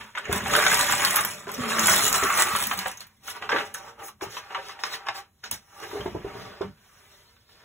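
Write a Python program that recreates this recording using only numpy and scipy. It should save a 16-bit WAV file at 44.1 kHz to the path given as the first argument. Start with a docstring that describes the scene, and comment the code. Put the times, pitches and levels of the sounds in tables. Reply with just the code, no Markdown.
"""Cardboard puzzle pieces clatter and rustle as a hand rakes them out of a tilted box onto a table.
Their collisions ring the card and the air in the box; single pieces tap and hard edges snap.
The pour thins to a soft slide as the box is turned and put away. The box groans as it drags and knocks
as it bumps, and the table rumbles, all heard through a stereo microphone in a quiet room."""
import sys
import numpy as np
from scipy import signal
from scipy.fft import rfft, irfft, next_fast_len
from scipy.io import wavfile
from scipy.ndimage import uniform_filter1d, map_coordinates

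SR = 44100
rng = np.random.default_rng(int(sys.argv[2]) if len(sys.argv) > 2 else 0)


def transcribe(signal):
    """Save signal, clipped to [-1, 1], as a 16-bit WAV file at the path in sys.argv[1]."""
    frames = np.atleast_2d(signal).T
    limited = np.clip(frames, -1, 1)
    pcm = np.round(limited * 32767).astype(np.int16)
    wavfile.write(sys.argv[1], SR, pcm)


N = 336924


def amp(db):
    return 10 ** (np.asarray(db) / 20)


def unit(x):
    return x / np.sqrt(np.mean(x ** 2) + 1e-20)


def along(points, hz):
    """Read (freq_hz, value) points on a log frequency axis."""
    freqs, values = np.transpose(points)
    return np.interp(np.log(hz + 1), np.log(freqs + 1), values)


def curves(rows):
    """One automation curve for each column after time_s."""
    times, *columns = np.transpose(rows)
    return [np.interp(np.arange(N) / SR, times, column) for column in columns]


def wobble(rate):
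    """A smooth random curve, rate knots a second."""
    return map_coordinates(rng.standard_normal(int(N * rate / SR) + 4), [np.arange(N) * rate / SR])


def filtered(x, response):
    """x through a complex frequency response."""
    size = next_fast_len(N + SR // 2)
    return irfft(rfft(x, size) * response(np.fft.rfftfreq(size, 1 / SR)), size)[..., :N]


def bandpass(f, hz, width):
    return 1j * f * width / (hz * hz - f * f + 1j * f * width)


def resonant(x, modes):
    """x through parallel resonances of alternating polarity."""
    return filtered(x, lambda f: sum((-1) ** k * amp(db) * bandpass(f, hz, width)
                                     for k, (hz, width, db) in enumerate(modes)))


def coloured(x, spectrum):
    """x through an EQ curve, at unit level."""
    return unit(filtered(x, lambda hz: amp(along(spectrum, hz))))


# room tone EQ: freq_hz, gain_db
ROOM_TONE_EQ = [(18, -42.5), (30, -13), (64, -13.5), (97, -11), (213, -26), (622, -33), (4310, -46.5),
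                (4660, -55.5), (6370, -39.5), (15500, -39)]
def room_tone():
    """Two channels of faint, bass-heavy air."""
    return amp(-58) * coloured(rng.standard_normal((2, N)), ROOM_TONE_EQ)


# reverb off the room's walls: freq_hz, t60_s
ROOM_DECAY = [(150, 0.24), (400, 0.14), (1400, 0.079), (4000, 0.18), (12000, 0.092)]
# scatter off things on the table: freq_hz, t60_s
SCATTER_DECAY = [(200, 0.017), (3000, 0.027), (12000, 0.00099)]
def reflections(x, decay, length, hop):
    """A diffuse tail of length samples, drawn anew every hop samples."""
    out = np.zeros(N + SR)
    for start in range(0, N, hop):
        hz, t, noise = signal.stft(rng.standard_normal(length), SR, nperseg=128)
        tail = signal.istft(noise * amp(-60 * t / along(decay, hz)[:, None]), SR, nperseg=128)[1]
        wet = signal.fftconvolve(x[start:start + hop], tail / np.linalg.norm(tail))
        out[start + 100:][:len(wet)] += wet
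    return out[:N]


# texture, from smooth sliding (0) to separate collisions (1): time_s, grain_share
GRAIN = [(0, 1), (2.95, 1), (3.1, .35), (5.6, .3), (5.85, .12), (7.64, .12)]
def contacts(rate, spread_db, t60, clump_db, smooth):
    """Random collisions in clumps, a few much bigger than the rest, on the hiss of sliding card."""
    hits = rng.random(N) < rate / SR
    sizes = hits * amp(spread_db * np.minimum(rng.exponential(size=N), 4) + clump_db * wobble(25.01))
    envelope = np.convolve(sizes, amp(-60 * np.arange(SR // 40) / SR / t60))[:N]
    grain, = curves(GRAIN)
    return (grain * unit(unit(envelope) + smooth) + 1 - grain) * rng.standard_normal(N)


# tabletop EQ: freq_hz, gain_db
TABLE_EQ = [(28, -44.5), (45, -7.5), (70, -11.5), (110, -7), (160, -10), (205, -3.5), (270, -14.5),
            (500, -55.5)]
# rumble fader: time_s, level_db
RUMBLE_LEVEL = [(0, -47.5), (.19, -70), (.32, -25.5), (.38, -31), (1.1, -44), (1.45, -51.5), (1.6, -37),
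                (2, -39.5), (2.8, -43.5), (3.1, -65), (3.55, -48), (4.17, -65), (4.28, -67), (4.36, -69),
                (5.47, -70.5), (5.53, -40), (5.62, -86), (5.75, -60.5), (6.05, -40), (6.5, -41.5),
                (6.6, -63), (6.64, -30), (6.71, -43), (6.75, -68), (7.64, -71.5)]
def table_rumble():
    """Blows shake the low end of the tabletop."""
    blows = contacts(400, spread_db=9, t60=0.018, clump_db=-1, smooth=0.88)
    return amp(curves(RUMBLE_LEVEL)[0]) * coloured(blows, TABLE_EQ)


# box edge dragging on the table: time_s, pitch_hz, level_db
BOX_DRAG = [(1.57, 264, -48.5), (1.591, 250.3, -18), (1.643, 239, -30.5), (1.692, 221.3, -29.5),
            (1.779, 229.2, -29), (1.852, 213, -27.5), (1.9, 183, -39), (1.974, 198, -29), (2.02, 205, -43)]
def box_groan():
    """Stick-slip of the box edge: an unsteady low tone with a weak octave."""
    hz, db = curves(BOX_DRAG)
    t = np.arange(N) / SR
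    gate = np.clip(np.minimum(t - BOX_DRAG[0][0], BOX_DRAG[-1][0] - t) / 0.011, 0, 1)
    phase = 2 * np.pi * np.cumsum(hz * (1 + 0.015 * wobble(40))) / SR
    return gate * amp(db + 2 * wobble(30)) * (np.sin(phase) + .25 * np.sin(2 * phase))


# bumps against hand and furniture: start_s, level_db, pitch_hz, thump_offset_db
BOX_BUMPS = [(.294, -25.5, 431, 3.5), (0.328, -32, 396, 5.5), (1.471, -34, 419.6, -20),
             (2.226, -21, 394, -6), (2.857, -36, 552, -1), (3.509, -35.5, 485, -32.5),
             (3.528, -23, 480, -33), (3.546, -23.5, 438, -36), (4.018, -43, 450, -36),
             (4.222, -31.5, 412, -16), (4.268, -51, 385, 15), (4.579, -34, 570, -33), (5.084, -38, 656, -8),
             (5.93, -31, 387, -23), (5.954, -27.5, 410, -10), (5.998, -32, 407, 5), (6.058, -24, 389.4, -3),
             (6.148, -23.5, 387, 0), (6.246, -27, 404.6, 0), (6.35, -36, 401, 3),
             (6.609, -25.5, 402, -14.5)]
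# modes of a struck box wall: pitch_ratio, gain_db, t60_s
KNOCK_MODES = [(0.521, -27, 0.065), (.75, -6, 0.08), (.98, 11.5, 0.055), (1.079, -7.5, 0.094),
               (1.6, 3.5, 0.057), (2.05, -18, 0.086), (2.5, -1.5, 0.077)]
# low tones of what the box meets: pitch_hz, gain_db
THUMP_TONES = [(65, -11), (105, 0), (165, -1)]
def box_knocks():
    """Soft blows ring the box walls, whose pitch depends on the grip, and thump what they meet."""
    out, t = np.zeros(N + SR), np.arange(SR // 3) / SR
    attack = 1 - np.exp(-t / 0.0014)
    for start, db, hz, thump_db in BOX_BUMPS:
        for delay_s, loss_db in ((0, 0), (.015, -4.5)):  # every bump lands twice
            drift = np.cumsum(rng.normal(0, 0.033, len(t)))  # lossy walls waver
            phase = 2 * np.pi * hz * t + drift
            ring = sum(amp(gain + rng.normal(0, 2.1) - 60 * t / t60) * np.sin(ratio * phase)
                       for ratio, gain, t60 in KNOCK_MODES)
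            thump = sum(amp(thump_db + gain - 60 * t / 0.14) * np.sin(2 * np.pi * low_hz * t)
                        for low_hz, gain in THUMP_TONES)
            out[round((start + delay_s) * SR):][:len(t)] += amp(db + loss_db) * (ring + thump) * attack
    return out[:N]


# box wall resonances: centre_hz, width_hz, gain_db
WALL_MODES = [(198, 60, -13), (317, 50, -14), (430, 97, 3.5), (542, 17, -4), (578, 56, 3.5)]
def box_walls():
    """Sliding pieces set the box walls rumbling."""
    return unit(resonant(contacts(900, spread_db=-1.5, t60=0.031, clump_db=2.5, smooth=1), WALL_MODES))


# air in the tilted, full box: centre_hz, width_hz, gain_db
FULL_AIR = [(1128, 107, 8), (1375, 73, 10)]
# air in the turned, emptied box: centre_hz, width_hz, gain_db
EMPTY_AIR = [(789, 68, 8), (942, 72, 6)]
# how much of the heap is at the box mouth: time_s, fill_share
BOX_FILL = [(0, 0.84), (2.6, 1), (2.9, 0.36), (7.64, 0.34)]
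def box_air(blows):
    """Collisions ring the air in the box; the hollow note drops as it empties."""
    fill, = curves(BOX_FILL)
    high, low = (unit(resonant(resonant(blows, air), air)) for air in (FULL_AIR, EMPTY_AIR))
    return np.sqrt(fill) * high + np.sqrt(1 - fill) * low


# bright hits on piece edges: start_s, level_db, pitch_hz, tick_offset_db
EDGE_HITS = [(0.1553, -35, 6450, -14), (0.183, -28, 8400, -16), (0.2537, -31, 6450, -14.5),
             (0.3273, -15, 9200, -3.5), (0.361, -23.5, 10800, -10), (0.379, -22, 8100, -5),
             (.4795, -26, 9600, -10.5), (0.5372, -17.5, 6800, -17.5), (0.553, -13.5, 4530, -13),
             (0.5643, -9.5, 10000, -6), (0.6646, -16.5, 6560, -14), (0.7143, -16, 7740, -19),
             (0.728, -13, 9600, -16.5), (0.744, -10, 8500, -5.5), (0.792, -12, 8200, -12.5),
             (0.813, -22, 6940, -2.5), (0.828, -19, 8750, -4), (0.9122, -19, 13700, -2.5),
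             (0.9232, -11, 7220, -11.5), (0.951, -15, 8500, -17.5), (1.0364, -26.5, 6700, -12),
             (1.0492, -5, 4500, -9), (1.108, -14.5, 9400, -3.5), (1.1578, -14, 12600, -11),
             (1.1604, -8, 11540, -5.5), (1.167, -13, 11700, -6.5), (1.2088, -12.5, 9200, -12),
             (1.2496, -11.5, 12300, -10.5), (1.3934, -34.5, 8600, -4.5), (1.4932, -33, 8700, -6.5),
             (1.5166, -25, 13800, -8), (1.5406, -25, 13400, -4.5), (1.5456, -24, 5870, -8),
             (1.7945, -11, 7000, -6.5), (1.859, -9, 7500, -16), (1.8702, -5, 9960, -7),
             (1.888, -13.5, 8450, -7.5), (1.896, -8, 8620, -6.5), (1.9625, -12.5, 9400, -4),
             (2.0278, -19, 6980, -12), (2.0654, -9, 6950, -11.5), (2.0799, -9, 6970, -12.5),
             (2.0995, -18.5, 8900, -14.5), (2.128, -11, 7500, -5), (2.3755, -11.5, 8600, -13.5),
             (2.397, -15, 7450, -7), (2.4216, -7.5, 7580, -3.5), (2.563, -14.5, 9500, -14),
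             (2.588, -22, 10700, -9), (2.6698, -15, 12900, -9), (2.7276, -25.5, 9000, -8.5),
             (2.737, -22, 12900, -13), (2.7764, -27.5, 8800, -1), (2.7902, -20.5, 4600, -0.5),
             (2.8707, -25, 8560, -6.5), (2.8815, -25, 8400, -2.5), (2.915, -28, 6000, -5.5),
             (2.9354, -38.5, 6600, -9.5), (2.973, -29, 6490, -7.5), (2.9797, -36, 6450, -16),
             (3.0058, -26, 4340, -11.5), (3.0685, -35.5, 14900, -9), (3.2774, -26, 6400, -15),
             (3.4228, -38.5, 4570, -20.5), (3.4917, -27, 4900, -24), (3.4976, -23.5, 5300, -29.5),
             (3.5167, -33.5, 4690, -24.5), (3.741, -25, 10900, -10), (3.7446, -24, 6670, -6),
             (3.748, -25.5, 8330, -7.5), (4.227, -28, 5320, -20), (4.5468, -41.5, 4760, -21.5),
             (4.6844, -33, 5100, -5), (4.804, -35, 5340, -17.5), (4.8367, -16, 5320, -28),
             (5.0671, -30.5, 5150, -23), (5.086, -21.5, 5270, -31.5), (5.4404, -26.5, 5020, -13),
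             (5.5128, -14.5, 8960, -7), (5.527, -26.5, 4950, -11), (5.8, -37, 4690, -3.5),
             (6.01, -25.5, 3200, -26.5), (6.615, -33.5, 5100, -24)]
def edge_snaps():
    """A hard edge gives a brief high ping and a wide dry tick; weak blows are blunter."""
    out, t = np.zeros(N + SR), np.arange(SR // 30) / SR
    decay = amp(-60 * t / .006) + amp(-11 - 60 * t / .035)  # first bite, then a quieter ring
    for start, db, hz, tick_db in EDGE_HITS:
        hardness = min(amp(db + 20), 1)
        attack = 1 - np.exp(-t * hardness / .00015)
        ping = np.sin(2 * np.pi * hz * t + np.cumsum(rng.normal(0, hz / 32000, len(t))))
        tick = amp(tick_db) * (3.1 * hardness * (t == 0) + 1.3 * attack * rng.standard_normal(len(t)))
        out[round(start * SR):][:len(t)] += amp(db + 9) * decay * (attack * ping + tick)
    return filtered(out[:N], lambda f: (1j * f / (2200 + 1j * f)) ** 2)  # low cut


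# single pieces landing: start_s, level_db, pitch_hz, crack_offset_db
LANDINGS = [(0.151, -22.5, 2110, -11.5), (0.174, -15.5, 1476, -9.5), (0.254, -22, 1613, -11.5),
            (0.328, -17, 1216, -2.5), (0.458, -14, 789, -15.5), (0.506, -20.5, 1528, -9),
            (0.536, -11.5, 1270, -3.5), (.551, -6.5, 1387, -1.5), (0.588, -13, 1600, -3.5),
            (0.6649, -7.5, 1462, 4), (0.925, -15, 1620, 3), (1.039, -18.5, 1418, -0.5),
            (1.142, -15.5, 1247, -11), (1.187, -10, 1223, -8.5), (1.248, -21.5, 1480, -4.5),
            (1.469, -28.5, 747, -8), (1.49, -22, 1070, -11), (1.7177, -17, 1682, -6),
            (1.784, -13, 1063, -9.5), (1.804, -15.5, 1173, -5.5), (1.858, -22.5, 1425, -14.5),
            (1.882, -6, 1196, -12.5), (1.936, -10.5, 1110, -7.5), (2.065, -19.5, 1710, -8),
            (2.126, -21, 1040, -10), (2.144, -12, 1085, -1), (2.346, -16.5, 1166, -8.5),
            (2.39, -11, 1209, -11), (2.42, -13.5, 1990, -8.5), (2.472, -16.5, 1160, -15.5),
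            (2.55, -11, 1200, -9.5), (2.668, -23, 1800, -6), (2.712, -13.5, 1178, -3),
            (2.726, -19, 789, -10), (2.79, -22.5, 2197, -14.5), (2.858, -13.5, 789, -14),
            (3.281, -25, 1436, -6.5), (3.353, -38, 1253, -18.5), (3.423, -22, 767, -4),
            (3.4915, -13, 1464, -12), (3.518, -10, 1653, -9.5), (3.524, -17.5, 1573, -9.5),
            (3.561, -10.5, 1563, -10), (3.585, -16.5, 1143, -3.5), (3.746, -21, 1496, -14.5),
            (3.995, -42.5, 980, -7.5), (4.083, -27, 1173, -21), (4.21, -23.5, 995, -10),
            (4.227, -34, 880, -8), (4.368, -20, 1005, -6.5), (4.503, -27, 793, -18),
            (4.5463, -13, 1112, -15.5), (4.566, -23, 775, -16), (4.589, -26, 1620, -12),
            (4.694, -26.5, 1110, -8), (4.79, -30, 797, -9), (4.8365, -17, 1110, 2), (4.864, -24, 1203, -9),
            (4.938, -23.5, 1950, -3), (5.068, -20, 1097, -15.5), (5.085, -11, 789, -12.5),
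            (5.438, -28.5, 1545, -7), (5.512, -31.5, 859, -12), (5.839, -30.5, 1573, 0.5),
            (5.913, -32, 997, -6), (6.005, -29, 966, -5), (6.06, -20, 950, -25), (6.615, -28.5, 1026, -11),
            (7.365, -51, 1520, -5.5), (7.491, -46.5, 900, -20)]
def piece_taps():
    """Each landing is a crack, a pitched knock and a dying rattle heard through card and walls."""
    low_cut_hz, high_cut_hz = 465, 6100  # landings carry little deep bass and little top
    t = np.arange(SR // 8) / SR
    ring = amp(-60 * t / 0.12)
    tones, rattles = np.zeros((2, N + len(t)))
    for start, db, hz, crack_db in LANDINGS:
        attack = 1 - np.exp(-t / (.0006 * amp(-crack_db - 6)))  # a softer blow rises slower
        rattle = attack * (0.2 * ring + amp(-60 * t / 0.012)) * rng.standard_normal(len(t))
        drift = np.cumsum(rng.normal(0, 0.11, len(t)))  # card is lossy: the note wavers
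        crack_decay = 2.3 * amp(-60 * t / 0.0018) + 0.32 * amp(-60 * t / 0.067)
        crack = amp(crack_db) * crack_decay * np.sin(2 * np.pi * 3600 * t + drift)
        knock = attack * (amp(-60 * t * hz / 14) + 1.64 * ring) * np.sin(2 * np.pi * hz * t + drift)
        first_swings = 2.8 * attack * amp(-60 * t / .006) * np.sin(2 * np.pi * 1700 * t)
        span = slice(round(start * SR), round(start * SR) + len(t))
        tones[span] += amp(db) * (amp(-7) * knock + first_swings + crack)
        rattles[span] += amp(db) * rattle
    pitched = filtered(tones[:N], lambda f: (1j * f / (low_cut_hz + 1j * f)) ** 2)
    card = amp(15.5) * resonant(rattles[:N], CARD_MODES)
    undamped = np.clip(1.1 - curves(BOX_FILL)[0], 0, 1)  # a full heap damps the walls
    walls = amp(-7.5) * resonant(rattles[:N] * undamped, WALL_MODES)
    return filtered(pitched + card + walls,
                    lambda f: high_cut_hz ** 2 / (high_cut_hz ** 2 - f * f + 1.4j * f * high_cut_hz))


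def flicker(x, depth_db):
    """Each passing piece favours its own bands for a moment."""
    bands = signal.stft(x, nperseg=256)[2]
    gains = uniform_filter1d(rng.standard_normal(bands.shape), size=3, axis=0)
    gains = uniform_filter1d(gains, size=7, axis=1)
    return unit(signal.istft(bands * amp(depth_db * unit(gains)), nperseg=256)[1][:N])


# EQ of tumbling piece edges: freq_hz, gain_db
EDGE_EQ = [(3500, -3), (5600, -0.5), (7000, 1), (8600, 0.5), (11000, -3.5), (13500, -11.5), (16000, -2)]
def edge_pings(rate, spread_db, count):
    """Edges of tumbling pieces strike brief high notes, each on one of count pitches."""
    pitches = np.geomspace(5320, 13750, count)[:, None]
    note, when, size = rng.random((3, round(rate * N / SR)))
    strength = amp(spread_db * np.minimum(-np.log(size), 4.5))
    blows = np.zeros((count, N))
    blows[(note * count).astype(int), (when * N).astype(int)] = strength
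    notes = filtered(blows, lambda f: amp(along(EDGE_EQ, pitches)) * bandpass(f, pitches, width=210))
    return unit(notes.sum(axis=0))


# faces of pieces rubbing: centre_hz, width_hz, gain_db
SCUFF_MODES = [(3510, 3300, -2.5), (5300, 890, -1.5)]
# EQ of hand and stray pieces sliding on the bare lid: freq_hz, gain_db
BRUSH_EQ = [(3500, -9.5), (5600, 5), (7200, -3), (9000, -1), (12000, -5), (16000, -3.5)]
# high shelf on the rustle: time_s, gain_db
SHEEN_GAIN = [(0, 2), (.3, -2.5), (.5, 2), (1.05, 3), (1.2, 6), (1.5, -2.5), (2, 4.5), (2.6, 4.5),
              (3.22, 0), (3.3, 3.5), (3.45, 2), (3.58, -5), (3.72, 0), (3.9, -2.5), (4.07, 11), (4.23, -2),
              (4.5, -0.5), (4.72, -3), (4.94, 0), (5.08, -5.5), (5.2, 2.5), (5.45, -21), (5.53, 0.5),
              (5.85, 0.5), (6.5, 1.5), (7.64, 3)]
def piece_rustle(blows, scuff_db, shelf_hz=8000):
    """Edges tick and ping while faces scuff; as the pour ends, brushing on the lid takes over."""
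    ticks = 0.4 * blows + 0.75 * contacts(2400, spread_db=5.5, t60=0.003, clump_db=3, smooth=0.3)
    pouring = curves(GRAIN)[0] ** 2
    edges = coloured(ticks, EDGE_EQ) + amp(-10.5) * edge_pings(900, spread_db=6.5, count=8)
    scuff = amp(scuff_db) * unit(resonant(resonant(ticks, SCUFF_MODES), SCUFF_MODES))
    rustle = pouring * edges + (1 - pouring) * coloured(ticks, BRUSH_EQ) + scuff
    rustle = flicker(rustle, depth_db=2.8) * np.std(rustle)
    top = filtered(rustle, lambda f: 1 / (1 + (shelf_hz / (f + 1)) ** 6))
    return rustle + (amp(curves(SHEEN_GAIN)[0]) - 1) * top


# steady slide of pieces, hand and box: time_s, clatter_db, rustle_offset_db
SLIDE = [(0, -30.5, -12.5), (.13, -53, -3.5), (.3, -28.5, -28.5), (.45, -29, -2.5), (.56, -19, -4),
         (.75, -19, 0), (.95, -20.5, -2), (1.2, -22, -1), (1.37, -38.5, -0.5), (1.46, -47, 1),
         (1.6, -31, -2.5), (1.8, -22, -2), (1.92, -18.5, 5.5), (2.12, -24, -1.5), (2.5, -22.5, -3.5),
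         (2.66, -30.5, 3), (2.9, -32.5, -5), (3.03, -52.5, -6), (3.19, -70, 5), (3.3, -49.5, -13),
         (3.85, -46, -6.5), (4.18, -77, -17), (4.26, -44.5, -7), (5.15, -44, -21), (5.3, -83, 6.5),
         (5.42, -70.5, 8.5), (5.64, -63, 4), (5.8, -43.5, -2), (5.89, -45, 2.5), (5.97, -38, -4),
         (6.1, -43, -8), (6.22, -45, -13), (6.42, -39, -8), (6.6, -45.5, -15), (6.75, -62, -2),
         (6.85, -56, -1.5), (7.15, -53, -0.5), (7.47, -68, 0.5), (7.5, -58.5, 1), (7.64, -53, -10)]
# handfuls pushed or shaken loose: peak_s, rise_s, hold_s, clatter_db, rustle_offset_db, air_offset_db
HANDFULS = [(0.169, 0.023, 0.015, -29, -24.5, -29), (0.325, 0.028, 0.046, -30, 5.5, -26),
            (0.535, 0.07, 0.087, -18, -17.5, -8), (1.046, 0.011, 0.024, -20.5, -3.5, -14.5),
            (1.181, 0.038, 0.01, -34.5, -9.5, 12), (1.481, .008, .04, -40.5, 4.5, 4),
            (1.638, 0.038, 0.02, -24.5, -16.5, -2), (1.797, 0.1, 0.0069, -27.5, -6, 9.5),
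            (2.042, .04, 0.017, -36.5, -4.5, -15), (2.148, .03, .015, -25, 5.5, -19),
            (2.257, 0.11, .05, -24.5, -23, 9), (2.405, 0.092, 0.006, -18.5, 4.5, -20.5),
            (2.475, .03, 0.068, -34.5, -13.5, 12.5), (2.714, 0.013, 0.011, -28.5, -19.5, 3),
            (2.84, 0.02, 0.024, -35, -10, -17), (3.005, 0.014, 0.015, -41, 1, -17),
            (3.237, .008, .03, -55.5, 9, -9), (3.286, 0.046, 0.026, -37, 5, -7),
            (3.351, .015, 0.022, -36, -9, -4.5), (3.417, 0.0066, 0.037, -33, -28, -0.5),
            (3.502, .015, 0.11, -25.5, -32.5, -2.5), (3.581, 0.05, 0.035, -44, 7, -3),
            (3.654, .03, 0.014, -44, 4.5, 2), (3.747, 0.0089, 0.036, -47, 10, -5),
            (3.882, 0.2, 0.011, -43, -1.5, 6.5), (3.996, 0.027, 0.035, -39.5, -14.5, 4.5),
            (4.038, 0.027, 0.046, -48.5, 7, 2.5), (4.221, 0.013, 0.02, -34.5, 1, 3),
            (4.306, .012, .03, -52, 9, -10), (4.351, 0.09, 0.035, -39, 3.5, -23),
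            (4.509, 0.021, 0.025, -37.5, -17, 2.5), (4.554, 0.0073, 0.016, -39, -31.5, 6),
            (4.668, 0.18, 0.053, -39, -3.5, -13), (4.795, .006, .03, -44, 0, -10),
            (4.854, 0.023, 0.018, -32, -3, -20.5), (4.927, 0.045, 0.021, -31, 0.5, -18),
            (5.065, .015, 0.012, -35, -18.5, -2), (5.154, 0.03, 0.034, -35.5, -2.5, -1.5),
            (5.441, 0.01, 0.023, -36.5, 2, -33), (5.512, .003, 0.03, -36.5, 8.5, -27),
            (5.834, .03, 0.0055, -34.5, -4, -17), (6.045, .01, 0.031, -49.5, -14.5, -2),
            (6.15, .01, 0.014, -69, -20, -4.5), (6.272, 0.0089, 0.023, -44, -16, 3),
            (6.622, .008, 0.02, -40, -26, 1.5)]
def raking(slide_air_db):
    """Clatter, rustle and box air gains: the steady slide plus each handful's rise, hold and fall."""
    rise_db, fall_db_per_s = 18.5, np.array([[298], [602], [298]])  # the rustle dies fastest
    t = np.arange(N) / SR
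    slide_db, slide_rustle_db = curves(SLIDE)
    power = amp([slide_db, slide_db + slide_rustle_db, slide_db + slide_air_db]) ** 2
    for peak, rise, hold, db, rustle_db, air_db in HANDFULS:
        span = slice(round(max(peak - 3 * rise, 0) * SR), round((peak + hold + .3) * SR))
        age = t[span] - peak
        shape_db = rise_db * np.minimum(age / rise, 0) - fall_db_per_s * np.maximum(age - hold, 0)
        power[:, span] += amp(shape_db + db + [[0], [rustle_db], [air_db]]) ** 2
    return np.sqrt(power)


# resonances of the heaped card: centre_hz, width_hz, gain_db
CARD_MODES = [(907, 350, -1.5), (1520, 540, 2.5), (1950, 560, 2), (2810, 1170, -5)]
# balance as the box is tilted and gripped: time_s, walls_offset_db, air_offset_db, scuff_offset_db
GRIP_MIX = [(0, -16.5, -20, -4), (.35, -5, -24, -6.5), (.55, -10.5, -16, -6), (.9, -15.5, -10, -5),
            (1.2, -17.5, -15, -10.5), (1.5, -0.5, 0, -4), (1.9, -12.5, -6.5, -8), (2.4, -15.5, 1, -5),
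            (2.8, -19.5, -18.5, -5), (3.4, -6.5, -10, -3.5), (4, -2.5, -14, -10.5), (4.5, -8.5, 0, 2),
            (5.2, -10.5, -0.5, -0.5), (5.6, -13, -2, -11), (5.85, 0, 3, -2.5), (6.1, 0.5, -6, -2),
            (6.6, -3, -4, 7.5), (6.9, -10, -16, -6.5), (7.64, -3, -31, 7.5)]
def pouring_pieces():
    """Colliding pieces clatter, rustle and sound the box, swelling with each rake of the hand."""
    walls_db, air_db, scuff_db = curves(GRIP_MIX)
    clatter_gain, rustle_gain, air_gain = raking(air_db)
    blows = contacts(1900, spread_db=5, t60=0.014, clump_db=1.6, smooth=0.34)
    clatter = flicker(resonant(blows, CARD_MODES), depth_db=1.5)
    rustle = piece_rustle(blows, scuff_db)
    walls = amp(walls_db) * box_walls()
    return clatter_gain * (clatter + walls) + air_gain * box_air(blows) + rustle_gain * rustle


def scene():
    """Direct sound in the mid channel, table scatter in the side, reverb and room tone in both."""
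    transients = piece_taps() + edge_snaps()
    direct = pouring_pieces() + table_rumble() + transients + box_knocks() + box_groan()
    ambience = room_tone()
    scatter = reflections(direct, SCATTER_DECAY, SR // 30, SR // 20)
    send = direct - 0.16 * transients  # taps and snaps stay a little drier
    reverb = np.array([reflections(send, ROOM_DECAY, SR // 3, SR // 4) for _ in range(2)])
    return np.array([direct, scatter]) + amp(-5.5) * reverb + ambience


# how far the right channel trails the left: freq_hz, lag_half_cycles
STEREO_LAG = [(0, 0), (700, -.1), (1700, 0), (3000, .3), (4680, 1), (9000, 3), (13350, 5), (17700, 7)]
# likeness of left and right: freq_hz, correlation
STEREO_LIKENESS = [(30, 0.995), (60, 0.99), (150, 0.97), (300, 0.94), (600, 0.75), (900, 0.78), (1400, 0.9),
                   (2500, 0.7), (4000, 0.54), (15000, 0.71)]
def record(dry):
    """The loudest blows are rounded off, mid and side are spread to stereo, and both ends are trimmed."""
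    low_cut_hz, high_cut_hz, slope_hz = 46.3, 15800, 300
    def response(hz):
        turn = np.pi * np.interp(hz, *np.transpose(STEREO_LAG))
        treble = hz > 4000
        width = np.where(treble, np.sin(turn) ** 2, 1)  # treble has no side where in step or opposed
        angle = np.arccos(np.clip(1 - (1 - along(STEREO_LIKENESS, hz)) * width, 0, 1)) / 2
        mid, side = np.cos(angle), np.sin(angle)
        lag = np.exp(1j * (turn - 0.5 * treble * np.sin(2 * turn)) / 2)
        spread = np.array([[mid * lag, side * lag], [mid / lag, -side / lag]])
        high_cut = np.clip((high_cut_hz - hz) / slope_hz + .5, 0, 1) ** 2
        return spread * high_cut / np.sqrt(1 + (low_cut_hz / (hz + 1)) ** 4)
    rounded = dry / (1 + np.abs(dry / 1.5) ** 4) ** (1 / 4)
    left, right = filtered(rounded[None], response).sum(axis=1)
    return np.array([left * amp(-7.5), right * amp(-7.0)])


dry = scene()
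out = record(dry)
transcribe(out)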